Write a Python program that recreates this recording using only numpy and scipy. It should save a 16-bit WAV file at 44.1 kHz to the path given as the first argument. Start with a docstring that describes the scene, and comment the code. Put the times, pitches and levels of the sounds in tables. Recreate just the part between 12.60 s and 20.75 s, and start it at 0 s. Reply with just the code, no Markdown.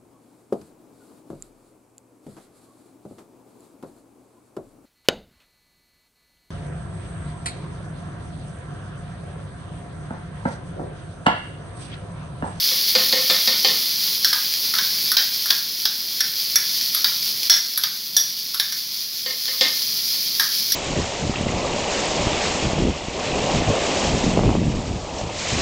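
"""Butter sizzles in a metal pan over a rumbling gas flame, in a small tiled kitchen.
Steam bubbles burst in the hot fat; larger water drops spit. A spoon raps the pan's rim, ringing
wall and bottom, clacks and clinks in a glass bowl as it scoops more butter, then raps the pan again.
A nearby phone hears it in mono; its limiter ducks the frying under the sharpest blows."""
import sys
import numpy as np
from scipy import signal
from scipy.fft import rfft, irfft
from scipy.io import wavfile
from scipy.ndimage import uniform_filter1d, minimum_filter1d

SR = 44100
rng = np.random.default_rng(int(sys.argv[2]) if len(sys.argv) > 2 else 0)


def transcribe(signal):
    """Save signal, clipped to [-1, 1], as a 16-bit WAV file at the path in sys.argv[1]."""
    frames = np.atleast_2d(signal).T
    limited = np.clip(frames, -1, 1)
    pcm = np.round(limited * 32767).astype(np.int16)
    wavfile.write(sys.argv[1], SR, pcm)


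N = 359415
TIME_S = np.arange(N) / SR
AGE_S = np.arange(int(0.6 * SR)) / SR  # time since a contact

# spectrum of bubbles bursting in fat: f/Hz, level/dB
SIZZLE_SPECTRUM = [(500, -33.5), (1300, -24.5), (1850, -17.5), (2300, -13), (2750, -15), (3300, -5),
                   (3850, -5.5), (4300, 1), (5100, 2), (5400, -3.5), (5700, -3), (7000, -18.5),
                   (8300, -27.5), (11000, -22)]
# spectrum of the finest foam: f/Hz, level/dB
FIZZ_SPECTRUM = [(6000, -61), (8500, -29.5), (9600, -11), (10600, -2), (11700, 0.5), (12700, 0),
                 (14000, 2.5), (15500, 2)]


def undb(db):
    """Decibels to gain."""
    return 10 ** (np.asarray(db) / 20)


def unit(x):
    """Scale to rms 1."""
    return x / np.sqrt(np.mean(x ** 2) + 1e-18)


def add(out, t_s, sound):
    """Mix a sound in at t_s."""
    i = max(int(t_s * SR), 0)
    out[i:i + len(sound)] += sound[:max(N - i, 0)]


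def wander(rate_hz):
    """Smooth random drift, rms 1."""
    hold = max(int(SR / rate_hz), 1)
    steps = np.repeat(rng.standard_normal(N // hold + 1), hold)
    return unit(uniform_filter1d(steps, hold)[:N])


def burst(t60_s):
    """Exponentially decaying noise."""
    return rng.standard_normal(len(AGE_S)) * np.exp(-np.log(1000) * AGE_S / t60_s)


def colour(x, spectrum, size=4096):
    """Minimum-phase filter through (f/Hz, level/dB) points."""
    hz, db = np.transpose(spectrum)
    bins_hz = np.maximum(np.fft.rfftfreq(size, 1 / SR), 1)
    gain = undb(np.interp(np.log(bins_hz), np.log(hz), db))
    cepstrum = irfft(np.log(gain))
    cepstrum[1:size // 2] *= 2
    cepstrum[size // 2 + 1:] = 0
    return signal.fftconvolve(x, irfft(np.exp(rfft(cepstrum))))[:len(x)]


def resonate(x, hz, width_hz):
    """One damped resonance."""
    return signal.lfilter(*signal.iirpeak(hz, hz / width_hz, fs=SR), x)


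def kitchen(x, wet_db, t60_s=0.39, build_s=0.0021):
    """Direct sound plus dense echoes off the tiles, different for each spot."""
    tail = burst(t60_s) * (1 - np.exp(-AGE_S / build_s))
    response = undb(wet_db) * tail / np.linalg.norm(tail)
    response[0] += 1
    return signal.fftconvolve(x, response)[:len(x)]


def in_room(x, rms_db, wet_db):
    """One part of a blow with its echoes, set to rms_db over the first 60 ms."""
    y = kitchen(x, wet_db)
    return y * undb(rms_db) / np.sqrt(np.mean(y[:int(0.06 * SR)] ** 2))


def ring(modes, drive_db, chatter_t60_s, wet_db):
    """Contact chatter excites each mode; ringing and echoes blur together."""
    hz, width_hz, mode_db = np.transpose(modes)
    chatter = burst(chatter_t60_s)
    return sum(in_room(resonate(resonate(chatter, f, width), f, 3 * width), db, wet_db)
               for f, width, db in zip(hz, width_hz, drive_db + mode_db))


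def stove_db():
    """Reference level for fat and flame, per sample."""
    # stove loudness: t/s, level/dB
    levels = [(0.0, -20), (0.61, -20.5), (1.16, -21), (2.06, -21.5), (2.5, -20.5), (2.61, -22), (3.29, -26),
              (3.52, -24.5), (4.22, -22.5), (4.88, -23), (4.99, -26), (5.31, -27), (5.7, -28), (6.6, -27.5),
              (7.15, -22.5), (8.15, -21.5)]
    return np.interp(TIME_S, *np.transpose(levels))


def bubble_pops(per_s, spread_db):
    """Steam bubbles burst at random: many small, a few large."""
    happens = rng.random(N) < per_s / SR
    size = undb(spread_db * np.minimum(rng.exponential(size=N), 4.8))
    return unit(happens * size * rng.choice([-1, 1], N))


def boil_off(x, offset_db, db_per_s):
    """One band of the frying follows the stove's level and drifts as the butter's water boils off."""
    return unit(x) * undb(stove_db() + offset_db + db_per_s * TIME_S)


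def frying(split_hz=4450):
    """Bubbles surge in the fat: the same pops crackle low and sizzle high, and the finest foam fizzes."""
    bubbles = bubble_pops(per_s=4200, spread_db=2.0)
    foam = bubble_pops(per_s=15000, spread_db=3.5)
    surge_db = 0.85 * wander(rate_hz=26)
    fat = kitchen(colour(bubbles, SIZZLE_SPECTRUM), wet_db=-8.5)
    crackle = signal.sosfiltfilt(signal.butter(6, split_hz, fs=SR, output="sos"), fat)
    sizzle = fat - crackle
    fizz = colour(foam + undb(-5) * bubbles, FIZZ_SPECTRUM)
    return undb(surge_db) * (boil_off(crackle, offset_db=-7, db_per_s=-0.27)
                             + boil_off(sizzle, offset_db=-4.5, db_per_s=0.083)
                             + boil_off(fizz, offset_db=-2.27, db_per_s=-0.14))


def flame(offset_db=-25.5, flutter_db=0.8):
    """The gas burner's soft, fluttering rumble."""
    # burner spectrum: f/Hz, level/dB
    spectrum = [(25, -33), (48, -53), (62, -9), (84, -7), (100, -13), (125, -3), (160, -0.5), (210, 0),
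                (310, -5.5), (450, -5.5), (650, -13.5), (1200, -10.5), (3000, -32)]
    rumble = unit(colour(rng.standard_normal(N), spectrum))
    return rumble * undb(stove_db() + offset_db + flutter_db * wander(rate_hz=8.1))


def spits():
    """Larger water drops burst in the fat and crack through the sizzle."""
    # bursting drops: t/s, peak before echoes/dB
    drops = [(.089, -6), (1.939, -6.5), (2.153, -6), (2.951, -8), (4.212, -3.5), (4.832, -6), (5.856, -17),
             (6.856, -8), (7.084, -7), (7.22, -4)]
    out = np.zeros(N)
    for t_s, peak_db in drops:
        pop = burst(t60_s=0.0061)
        crack = unit(colour(pop, SIZZLE_SPECTRUM)) + undb(-5.5) * unit(colour(pop, FIZZ_SPECTRUM))
        add(out, t_s, kitchen(crack / np.abs(crack).max(), wet_db=-4) * undb(peak_db))
    return out


def spoon_on_pan(rock_s=0.042, rock_rap_db=-7.5, rock_rim_db=-3):
    """A rap rings rim and fat-damped bottom; the pan rocks back on its support with a softer blow."""
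    # blows on the rim: t/s, rap/dB, bottom/dB, rim/dB
    hits = [(0.115, -32, -42, -58), (0.351, -17, -25.5, -41), (0.526, -19, -26.5, -41.5),
            (0.699, -18, -31, -41), (0.875, -18.5, -34.5, -45), (1.047, -17, -31, -40),
            (6.661, -27.5, -41, -46), (6.88, -30, -46, -48), (7.01, -17, -28, -37), (7.545, -37, -55, -62)]
    # spectrum of a rap: f/Hz, level/dB
    rap_spectrum = [(40, -49), (110, -34), (200, -8), (340, -13), (450, -7), (700, -11), (1250, -11.5),
                    (1600, -10), (2150, -6), (2650, -6.5), (3300, -1), (4550, 5), (5400, -2.5), (7500, -20),
                    (10000, -33)]
    # pan bottom modes: f/Hz, width/Hz, level/dB
    bottom_modes = [(217, 18, -24), (286, 9.8, -22), (408, 22, -18), (519, 19.4, -3.5), (736, 89, -17),
                    (815, 31, -26)]
    # pan rim modes: f/Hz, width/Hz, level/dB
    rim_modes = [(1072, 16, -6), (1248, 18, -6), (1818, 44, 6), (2120, 62, 5.5), (2950, 120, 1),
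                 (3600, 50, -34)]
    out = np.zeros(N)
    for t_s, rap_db, bottom_db, rim_db in hits:
        rebound_s = t_s + rock_s * rng.uniform(0.7, 1.15)
        rap = colour(burst(t60_s=0.043), rap_spectrum)
        add(out, t_s, in_room(rap, rap_db, wet_db=2))
        add(out, t_s, ring(bottom_modes, bottom_db, chatter_t60_s=0.043, wet_db=-4))
        add(out, t_s, ring(rim_modes, rim_db, chatter_t60_s=0.072, wet_db=1))
        rebound = colour(burst(t60_s=0.095), rap_spectrum)
        add(out, rebound_s, in_room(rebound, rap_db + rock_rap_db, wet_db=4))
        add(out, rebound_s, ring(rim_modes, rim_db + rock_rim_db, chatter_t60_s=0.033, wet_db=-3.5))
    return out


def spoon_on_bowl(nominal_ring_hz=5570, overtones_above_hz=7000, edge_share=0.19):
    """The spoon clacks on hand-held glass, which knocks hollowly and rings when struck cleanly."""
    # blows on the bowl: t/s, clack/dB, knock/dB, knock/Hz, ring/dB, ring/Hz, edge tick/dB
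    hits = [(1.646, -19.5, -31, 1640, -24.5, 5500, -29), (1.729, -28, -29, 1470, -27, 5180, -38),
            (2.138, -29, -32, 1450, -44, 5700, -35), (2.186, -22, -30, 1590, -40, 5500, -45),
            (2.517, -29, -32, 1510, -33, 5440, -27.5), (2.568, -10.5, -26.5, 1640, -27, 5360, -45),
            (2.857, -36, -39, 1510, -43, 5670, -31.5), (2.904, -15.5, -30, 1580, -48, 5460, -33),
            (3.254, -19.5, -38, 1590, -37, 5540, -34), (3.605, -27, -32, 1670, -25, 5590, -33),
            (3.957, -38, -29.5, 1850, -20, 5630, -24.5), (4.347, -27, -39, 1510, -42, 5460, -24.5),
            (4.444, -14.5, -32.5, 1700, -44, 5540, -29), (4.897, -9, -27, 1760, -10.5, 5560, -26),
            (5.175, -30, -37.5, 1520, -39, 5660, -23.5), (5.236, -21, -35.5, 1470, -35, 5680, -33),
            (5.566, -18, -37, 1710, -16, 5703, -19.5), (5.944, -32.5, -40.5, 1480, -39, 5400, -32),
            (5.998, -21, -33.5, 1700, -33, 5510, -30.5), (6.122, -32, -41, 1700, -36, 5740, -40),
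            (7.797, -23, -25, 1520, -29, 5570, -27), (8.12, -27, -45, 1890, -27.5, 5620, -29)]
    # glass bowl modes: f/Hz, width/Hz, level/dB
    glass_modes = [(1683, 84, -17), (3433, 67, -8.5), (4340, 360, -8.5), (5240, 190, -7.5), (5577, 76, 2.5),
                   (5855, 400, -7), (8030, 160, -12.5), (11200, 350, -4)]
    # spectrum of a clack: f/Hz, level/dB
    clack_spectrum = [(60, -34), (550, -25), (800, -22), (1700, -15), (2700, -15), (3280, -2), (3600, 0),
                      (3850, 1.5), (4300, -1), (4900, 2.5), (5700, -4), (7000, -21), (8800, -36.5),
                      (15000, -10)]
    # spectrum of an edge tick: f/Hz, level/dB
    tick_spectrum = [(7000, -50), (9300, -12), (10600, 5), (11600, 13), (12600, 1), (14000, -6),
                     (15300, -5)]
    out = np.zeros(N)
    for t_s, clack_db, knock_db, knock_hz, ring_db, ring_hz, tick_db in hits:
        knock = resonate(burst(t60_s=0.035), knock_hz, width_hz=380)
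        knock = resonate(knock, knock_hz, width_hz=1340)
        # grip and contact point shift the ring; a sharp edge brings out the high overtones
        modes = np.array(glass_modes) * [ring_hz / nominal_ring_hz, 1, 1]
        overtone_db = ring_db + edge_share * (tick_db - ring_db) - 6.5
        drive_db = np.where(modes[:, 0] > overtones_above_hz, overtone_db, ring_db)
        add(out, t_s, in_room(colour(burst(t60_s=0.03), clack_spectrum), clack_db, wet_db=-2.5))
        add(out, t_s, in_room(knock, knock_db, wet_db=2))
        add(out, t_s, in_room(colour(burst(t60_s=0.054), tick_spectrum), tick_db, wet_db=-6.5))
        add(out, t_s, ring(modes, drive_db, chatter_t60_s=0.042, wet_db=-6))
    return out


def scene():
    """Stove and spoon, the same in both channels."""
    mono = frying() + spits() + flame() + spoon_on_bowl() + spoon_on_pan()
    return np.array([mono, mono])


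def record(dry):
    """A look-ahead limiter ducks around peaks; clipping and a low-pass follow."""
    ceiling, ahead_s, release_s, top_hz = 1.25, 0.012, 0.045, 15800
    needed_gain = np.minimum(1, ceiling / (np.abs(dry).max(axis=0) + 1e-9))
    ahead = int(ahead_s * SR)
    cut = 1 - uniform_filter1d(minimum_filter1d(needed_gain, 2 * ahead + 1), ahead)
    pole = np.exp(-1 / (release_s * SR))
    gain = 1 - np.maximum(cut, signal.lfilter([1 - pole], [1, -pole], cut))
    low_pass = signal.ellip(12, 0.2, 70, top_hz, fs=SR, output="sos")
    return signal.sosfilt(low_pass, np.clip(dry * gain, -0.95, 0.95))


dry = scene()
out = record(dry)
transcribe(out)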